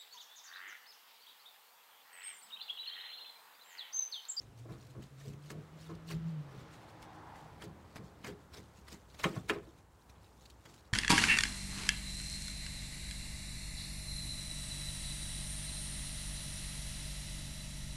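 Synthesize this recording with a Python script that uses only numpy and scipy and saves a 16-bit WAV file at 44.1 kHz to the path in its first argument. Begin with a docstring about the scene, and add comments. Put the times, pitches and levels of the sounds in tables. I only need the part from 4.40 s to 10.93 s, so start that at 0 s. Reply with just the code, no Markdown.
"""A knife saws a strip of rind off a pineapple standing on a thin mat on a slatted garden table.
Each stroke fractures fibres, a shower of tiny impulses that excites juice pockets and the fruit's body.
Friction and impacts drive the table's bending modes: the strokes rock it, the blade breaks through and
knocks on the slats, then the rind is knocked over. Behind a quiet outdoor hush a car speeds up and
rolls past, with a periodic engine note and broadband tyre noise."""
import sys
import numpy as np
from scipy import signal
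from scipy.fft import rfft, irfft, next_fast_len
from scipy.io import wavfile
from scipy.ndimage import uniform_filter1d

SR = 44100
rng = np.random.default_rng(int(sys.argv[2]) if len(sys.argv) > 2 else 0)


def inscribe(sig):
    """Save sig as 16-bit PCM at rate SR to the path in sys.argv[1].

    A 1-D sig is mono; a 2-D sig holds one channel per row.
    Samples are clipped to [-1, 1] before scaling.
    """
    pcm = np.round(np.clip(np.atleast_2d(sig).T, -1, 1) * 32767)
    wavfile.write(sys.argv[1], SR, pcm.astype(np.int16))


N = 287973

# spectrum of tyre tread on the road: f/Hz, relative level/dB
TREAD_SPECTRUM = [(300, -43.5), (650, -6), (820, 1.5), (1050, -2), (1300, -12), (1700, -12.5), (4000, -51)]
# spectrum of snapping fibres: f/Hz, relative level/dB
FIBRE_SPECTRUM = [(300, -59), (1200, -16.5), (2500, -7), (4000, -0.5), (5300, -3.5), (7500, -5),
                  (10000, -11), (15500, -14.5)]


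def undb(db):
    """Amplitude ratio of a level in decibels."""
    return 10 ** (np.asarray(db) / 20)


def unit(x):
    """Normalisation to an rms of 1."""
    return x / np.sqrt(np.mean(x ** 2) + 1e-30)


def curves(rows):
    """Linear interpolation of each column at every sample; the first column is t/s."""
    times, *columns = np.transpose(rows)
    return [np.interp(np.arange(N) / SR, times, column) for column in columns]


def add(track, start_s, sound):
    """Superposition of a sound on a track."""
    start = int(round(start_s * SR))
    sound, start = sound[max(-start, 0):], max(start, 0)
    track[start:start + len(sound)] += sound[:N - start]


def colour(x, spectrum):
    """Minimum-phase filter of unit power gain, shaped by (f/Hz, level/dB) points."""
    size = 4096
    hz, db = np.transpose(spectrum)
    bin_hz = np.arange(size // 2 + 1) * SR / size
    log_gain = np.log(undb(np.interp(np.log(bin_hz + 1), np.log(hz), db)))
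    cepstrum = irfft(log_gain)[:size // 2]
    response = irfft(np.exp(rfft(2 * cepstrum, size)))
    return signal.fftconvolve(x, response / np.linalg.norm(response))[:len(x)]


def band(x, low_hz, high_hz, order=3):
    """Zero-phase band-pass filter."""
    size = next_fast_len(len(x) + SR // 10)
    hz = np.arange(size // 2 + 1) * SR / size + 1e-3
    gain = ((1 + (low_hz / hz) ** (2 * order)) * (1 + (hz / high_hz) ** (2 * order))) ** -.5
    return irfft(rfft(x, size) * gain, size)[:len(x)]


def drift(per_s):
    """Slow random modulation of rms 1: random steps, smoothed twice."""
    hold = int(SR / per_s)
    steps = np.repeat(rng.standard_normal(N // hold + 1), hold)
    return unit(uniform_filter1d(uniform_filter1d(steps, hold), hold)[:N])


def snaps(length, per_s, spread_db):
    """Shot noise: independent impulses of uneven size and random sign."""
    size = undb(spread_db * np.minimum(rng.exponential(size=length), 4))
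    return unit((rng.random(length) < per_s / SR) * size * rng.choice([-1, 1], length))


def wavering_noise(spectrum, flicker_db):
    """Coloured noise with independent amplitude modulation in each octave."""
    size = next_fast_len(N)
    white = rfft(rng.standard_normal(N), size)
    octave = np.log2(np.arange(size // 2 + 1) * SR / size / 20 + 1e-9)  # counted from 20 Hz
    bands = (irfft(white * np.maximum(1 - abs(octave - k), 0), size)[:N] for k in range(11))
    return unit(colour(sum(part * undb(flicker_db * drift(9.8)) for part in bands), spectrum))


def lull(depth_db, centre_s=5.526, width_s=0.11):
    """Gain for a brief dip in level after the knocks: the wet crackle and the background duck."""
    return undb(depth_db * np.exp(-((np.arange(N) / SR - centre_s) / width_s) ** 2))


def garden(hush_db=-62.5, traffic_db=-80.5, approach_db_per_s=1.5):
    """Ambient noise: a low outdoor hush, and far tyres that grow louder as they draw nearer."""
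    # spectrum of the hush: f/Hz, relative level/dB
    hush_spectrum = [(22, -9.5), (40, -4.5), (60, 4.5), (110, 1), (200, -8.5), (400, -9.5), (1000, -17.5),
                     (2000, -24.5), (4000, -32), (7500, -29), (11000, -34), (15500, -36.5)]
    approach = undb(traffic_db + approach_db_per_s * np.arange(N) / SR)
    traffic = approach * wavering_noise(TREAD_SPECTRUM, flicker_db=2.0)
    return undb(hush_db) * wavering_noise(hush_spectrum, flicker_db=1.1) + traffic


def scattered_tone(hz, db, octave_db, scatter=.38):
    """Multipath interference: reflections off houses make a tone and its octave beat and waver."""
    phasor = np.exp(2j * np.pi * np.cumsum(hz) / SR)
    first, second = (phasor ** k * (1 + scatter * (drift(38) + 1j * drift(38))) for k in (1, 2))
    return unit((first + undb(octave_db) * second).real) * undb(db)


def engine(start_hz=108.5, climb_hz_per_s=35, top_hz=162.8, lift_s=1.92, coast_s=.28):
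    """Periodic firing sets the pitch of a low hum, which climbs, then sinks off the throttle."""
    # the low hum, an engine note with brief swells where the table thumps: t/s, level/dB
    hum_levels = [(0.0, -67), (0.29, -49.5), (0.41, -55), (1.16, -52), (1.19, -39), (1.27, -61.5),
                  (1.56, -43.5), (1.61, -63), (1.73, -39), (2.0, -42), (2.03, -51), (2.6, -68), (2.85, -64),
                  (3.9, -64), (6.5, -68.5)]
    # fainter drone of the passing car: t/s, f/Hz, level/dB
    drone_path = [(0, 135, -67), (1.5, 158, -64.5), (2.3, 158.4, -63.5), (2.8, 156.2, -59.5),
                  (3.8, 145.9, -70.5), (6.5, 146, -96)]
    t = np.arange(N) / SR
    slowing = (1 + np.maximum(t - lift_s, 0) / coast_s) ** .36
    firing_hz = np.minimum(start_hz + climb_hz_per_s * t, top_hz) / slowing
    hum = scattered_tone(firing_hz, *curves(hum_levels), octave_db=-27)
    return hum + scattered_tone(*curves(drone_path), octave_db=-5)


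def tyres():
    """Spreading loss: rolling noise swells and fades as an inverse power of the car's distance."""
    # passage of roar, tread song and hiss: t/s when loudest, level/dB, width/s, distance exponent
    passage = [(2.51, -58.5, 1.0, 1.08), (2.864, -55, .21, 1.24), (2.27, -65, 1, 1.54)]
    # spectra of road roar and tyre hiss: f/Hz, relative level/dB
    roar_spectrum = [(40, -48.5), (100, 11.5), (300, 3), (550, 3), (750, -3), (1300, -0.5), (2000, -9),
                     (4000, -25), (10000, -70)]
    hiss_spectrum = [(300, 10), (1000, -12), (1800, 2.5), (3600, -1), (6000, -10.5), (10000, -37),
                     (15000, -42)]
    spectra = roar_spectrum, TREAD_SPECTRUM, hiss_spectrum
    out, t = 0, np.arange(N) / SR
    for spectrum, (nearest_s, db, width_s, exponent) in zip(spectra, passage):
        distance = np.hypot(1, (t - nearest_s) / width_s)  # 1 at the nearest point
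        out += undb(db) / distance ** exponent * wavering_noise(spectrum, flicker_db=1.5)
    return out


def table_response(lag_s=0.00097, jolt_db=-7, dense_db=-1, dense_t60=0.11, wall_db=-20, wall_t60=0.37):
    """Impulse response of the table: a jolt, damped modes, dense ringing, a faint tail off a wall."""
    # modes of the slatted table: f/Hz, relative level/dB, T60/s
    slat_modes = [(62, 6, 0.25), (97, 3.5, 0.065), (168.8, 14.5, 0.098), (203.5, 2.5, 0.084),
                  (283.6, -4, 0.72), (339.5, 0.5, 0.45), (361.6, 3.5, 0.18), (410, 5.5, 0.25),
                  (531, -4, 0.14), (644, -7, 0.11), (911, -30, .18), (1103, -6, .1), (1247, -4, 0.14),
                  (1482, -13, 0.068), (1626, -19, 0.037), (1817, -3.5, 0.021), (2260, -13, 0.06),
                  (2485, -4, 0.03), (2738, -6, .1), (3190, 1, .028), (3850, -3, .06)]
    # spectrum of its dense, weaker ringing: f/Hz, relative level/dB
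    dense_spectrum = [(51, -17), (151, 5), (252, 7.5), (385, 2.5), (620, -4), (1550, -11), (3050, -15),
                      (5100, -21), (9100, -30), (15100, -39)]
    t = np.arange(SR // 2) / SR

    def decay(hz, t60):
        """Time since arrival, and envelope. Dispersion makes low bending waves arrive late."""
        age = np.maximum(t - lag_s * np.sqrt(300 / hz), 0)
        return age, (age > 0) * np.exp(-np.log(1000) * age / t60)

    modes, dense = 0, 0
    for k, (hz, db, t60) in enumerate(slat_modes):
        age, fade = decay(hz, t60)
        modes += (-1) ** k * undb(db) * unit(fade * np.sin(2 * np.pi * hz * age))
    for hz in 45 * 2. ** np.arange(9):
        _, fade = decay(hz, dense_t60 * min(500 / hz, 1) ** .33)
        _, tail = decay(hz, wall_t60 * (500 / hz) ** 0.052)
        octave_noise = band(rng.standard_normal(len(t)), hz, 2 * hz)
        dense += np.sqrt(hz) * unit(octave_noise * (fade + undb(wall_db) * tail))
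    jolt = np.exp(-t / 0.0002) * np.cos(2 * np.pi * 90 * t)
    return undb(jolt_db) * unit(jolt) + unit(modes) + undb(dense_db) * unit(colour(dense, dense_spectrum))


def table(chatter_share=0.77, first_hit_s=0.027, clean_hit_s=0.0015):
    """Forced vibration: every knock and shove is a contact force driving the same slats."""
    # blade and rind striking the table:
    # t/s, crack level/dB, crack cutoff f/Hz, thud level/dB, thud f/Hz, clatter level/dB
    knocks = [(4.8417, -30, 2530, -33.5, 152, -32.5), (4.964, -46.5, 1580, -36, 118, -53),
              (5.097, -31, 2780, -33, 375, -39), (5.152, -56, 1800, -40.5, 367, -54),
              (5.269, -61, 1580, -56, 320, -75)]
    # strokes shoving the fruit on its mat:
    # t/s, scuff level/dB, scuff cutoff f/Hz, thump level/dB, chatter decay/s
    shoves = [(.256, -54.5, 950, -54, 0.0045), (.284, -47.5, 1360, -45, 0.066),
              (0.551, -52, 987, -44.5, 0.028), (.849, -50.5, 517, -42.5, 0.053),
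              (1.11, -46.5, 764, -47, 0.059), (1.494, -45.5, 1280, -47, 0.028),
              (1.70, -48.5, 600, -40.5, 0.059), (2.129, -55, 477, -50, 0.056),
              (3.236, -49, 497, -45, 0.047), (3.565, -51.5, 705, -45, 0.086),
              (3.878, -43.5, 465, -46.5, 0.034), (4.16, -53.5, 700, -51, 0.029),
              (4.36, -93, 400, -56.5, 0.0067), (4.515, -57, 503, -50.5, .012),
              (5.754, -78, 400, -61, 0.0084), (6.258, -58, 1020, -57.5, 0.085)]
    out, response = np.zeros(N), table_response()
    t, lead = np.arange(len(response)) / SR, SR // 20

    def contact(start_s, db, low_hz, high_hz, chatter_s, order=3):
        """Convolution of a push and its chatter with the response; soft contacts lose their treble."""
        force = snaps(len(t), per_s=2500, spread_db=-3.0) * np.exp(-t / max(chatter_s, 1e-3))
        force *= chatter_share / (np.linalg.norm(force) + 1e-12)
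        force *= 1 - np.exp(-chatter_s / clean_hit_s)  # short blows hardly chatter
        force[0] += np.exp(-chatter_s / first_hit_s)  # slow shoves have little first impact
        ringing = signal.fftconvolve(force, response)[:len(t)]
        blow = band(np.pad(ringing, (lead, 0)), low_hz, high_hz, order)
        blow *= np.sqrt(SR / 50) / np.linalg.norm(blow)  # the energy of 20 ms at rms 1
        add(out, start_s - lead / SR, undb(db) * blow)

    for s, crack_db, crack_hz, thud_db, thud_hz, clatter_db in knocks:
        # the edge cracks; the weight follows and sounds a narrow band of modes
        contact(s, crack_db, 0.36 * crack_hz, crack_hz, chatter_s=0.003)
        contact(s + 0.00626, thud_db, thud_hz, thud_hz, chatter_s=0.0032, order=4)
        # the slats jump, then settle
        contact(s + .011, clatter_db, low_hz=416, high_hz=1300, chatter_s=0.013)
        contact(s + .05, clatter_db - 8, low_hz=thud_hz, high_hz=890, chatter_s=0.064)
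        # the whole table rocks
        contact(s + 0.0114, thud_db - 14.5, low_hz=54.7, high_hz=115, chatter_s=0.11)
    for s, scuff_db, scuff_hz, thump_db, chatter_s in shoves:
        # the mat rubs on the slats, then the fruit rocks back
        contact(s, scuff_db, low_hz=360, high_hz=scuff_hz, chatter_s=chatter_s)
        contact(s + 0.0207, thump_db, low_hz=50, high_hz=194, chatter_s=chatter_s)
    return out


def juice_pockets(x, share, decay_s=0.0012, count=3):
    """Resonance: small juice pockets ring at their own pitches; the blade meets new ones every 10 ms."""
    size = SR // 100
    patches = np.pad(x, (0, -len(x) % size)).reshape(-1, size)
    t = np.arange(size + 1) / SR
    hz = 2000 * 7 ** rng.random((len(patches), count, 1))  # 2 to 14 kHz
    response = (np.sin(2 * np.pi * hz * t) * np.exp(-t / decay_s)).sum(1)
    response *= share / np.linalg.norm(response, axis=1, keepdims=True)
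    response[:, 0] = 1  # the direct sound
    ringing = signal.fftconvolve(patches, response, axes=1) / np.hypot(1, share)
    ringing[1:, :size] += ringing[:-1, size:]  # each ring runs on into the next patch
    return ringing[:, :size].ravel()[:len(x)]


def wet_flesh(slide_db=-76, patchy_db=5.0):
    """Modulated shot noise: juice crackles softly in patches as the blade slides."""
    crackle = juice_pockets(snaps(N, per_s=1100, spread_db=2.0), share=0.52)
    level_db = slide_db + patchy_db * drift(22)
    return unit(colour(crackle, FIBRE_SPECTRUM)) * undb(level_db) * lull(depth_db=-9)


def knife(tough_share=0.72, hiss_share=0.31, swell_s=0.01, bite_db=-21):
    """Fracture noise: tough and fine fibres snap over a wet hiss; deep cuts excite the fruit's body."""
    # tears: t/s of the peak, level/dB, length/s, body re fibres/dB (0 deep cut, -15 light scratch)
    tears = [(0.021, -64, 0.047, -6), (0.191, -64, .05, -11), (0.321, -61.5, .05, -2),
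             (0.468, -62, 0.0084, -12), (0.506, -66, 0.047, -18), (0.629, -58.5, 0.034, -1),
             (0.804, -60.5, 0.05, -1.5), (0.935, -61, 0.015, -1), (1.106, -45.5, 0.014, 0.5),
             (1.41, -65.5, 0.072, -16), (1.552, -60, .006, -3), (1.688, -54.5, 0.031, -10),
             (1.713, -46, 0.038, 0.5), (2.2, -69, 0.018, -20), (2.339, -60.5, 0.057, -0.5),
             (2.496, -65.5, .035, -22), (2.626, -53.5, 0.032, 3.5), (2.959, -57.5, 0.025, 7),
             (3.222, -47.5, 0.025, 7), (3.242, -51, 0.015, 0), (3.564, -45, 0.018, 7),
             (3.846, -43, 0.012, 6.5), (3.874, -45.5, 0.039, 4.5), (4.143, -51, 0.029, 1),
             (4.176, -54, 0.035, -1.5), (4.485, -54.5, 0.022, -2), (4.527, -49.5, 0.031, 0.5),
             (4.746, -57, 0.016, 2), (4.8, -45.5, 0.025, 1), (4.84, -37, 0.017, 0), (4.869, -50, 0.096, 4),
             (4.96, -55, 0.074, 0.5), (5.094, -40.5, 0.017, -3), (5.138, -49, 0.053, 11),
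             (5.386, -67, 0.034, -3), (5.699, -61.5, 0.016, -7), (6.057, -56, .008, -18),
             (6.101, -51.5, 0.0036, -29), (6.259, -53, 0.014, 5), (6.299, -62.5, 0.049, -3),
             (6.341, -56.5, 0.0093, -2)]
    # response of the fruit's body: f/Hz, relative level/dB
    body_spectrum = [(150, 19.5), (400, 12), (800, 11.5), (1600, 10.5), (2600, 5), (4000, -7), (8000, -25),
                     (15000, -46)]
    fibres, body = np.zeros(N), np.zeros(N)
    t = np.arange(-SR // 5, SR // 4) / SR

    def swell(rise_s, fall_s):
        """Exponential growth and decay about a peak at t = 0."""
        return np.exp(np.where(t < 0, t / rise_s, -t / fall_s))

    bite = undb(bite_db) * swell(rise_s=.017, fall_s=.026)  # a few fibres give before and after the rest
    for peak_s, db, length_s, body_db in tears:
        rise_s = .5 * length_s ** 2 / (length_s + swell_s)  # short tears snap, longer ones swell
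        force = np.maximum(swell(rise_s, length_s - rise_s), bite)
        tough = tough_share * snaps(len(t), per_s=400, spread_db=2.5)
        body_share = undb(body_db)
        for track, gain in ((fibres, 1), (body, body_share)):
            fine = snaps(len(t), per_s=4000, spread_db=1.5)
            hiss = hiss_share * rng.standard_normal(len(t))
            shower = force * (tough + fine + hiss)
            shower *= np.linalg.norm(force) / np.linalg.norm(shower)
            add(track, peak_s + t[0], shower * gain * undb(db) / np.hypot(1, body_share))
    snapping = colour(juice_pockets(fibres, share=0.49), FIBRE_SPECTRUM)
    return snapping + colour(juice_pockets(body, share=1.0), body_spectrum)


def scene():
    """Superposition in one channel: knife and table close by, car and garden behind."""
    foreground = knife() + wet_flesh() + table()
    background = (engine() + tyres() + garden()) * lull(depth_db=-3)
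    return (foreground + background)[None]


def record(dry, bass_hz=32, top_hz=15750):
    """Band limiting: the microphone cuts the deepest bass and the highest treble."""
    dry = signal.sosfilt(signal.butter(2, bass_hz, "high", fs=SR, output="sos"), dry)
    return signal.sosfilt(signal.ellip(10, .2, 70, top_hz, fs=SR, output="sos"), dry)


dry = scene()
out = record(dry)
inscribe(out)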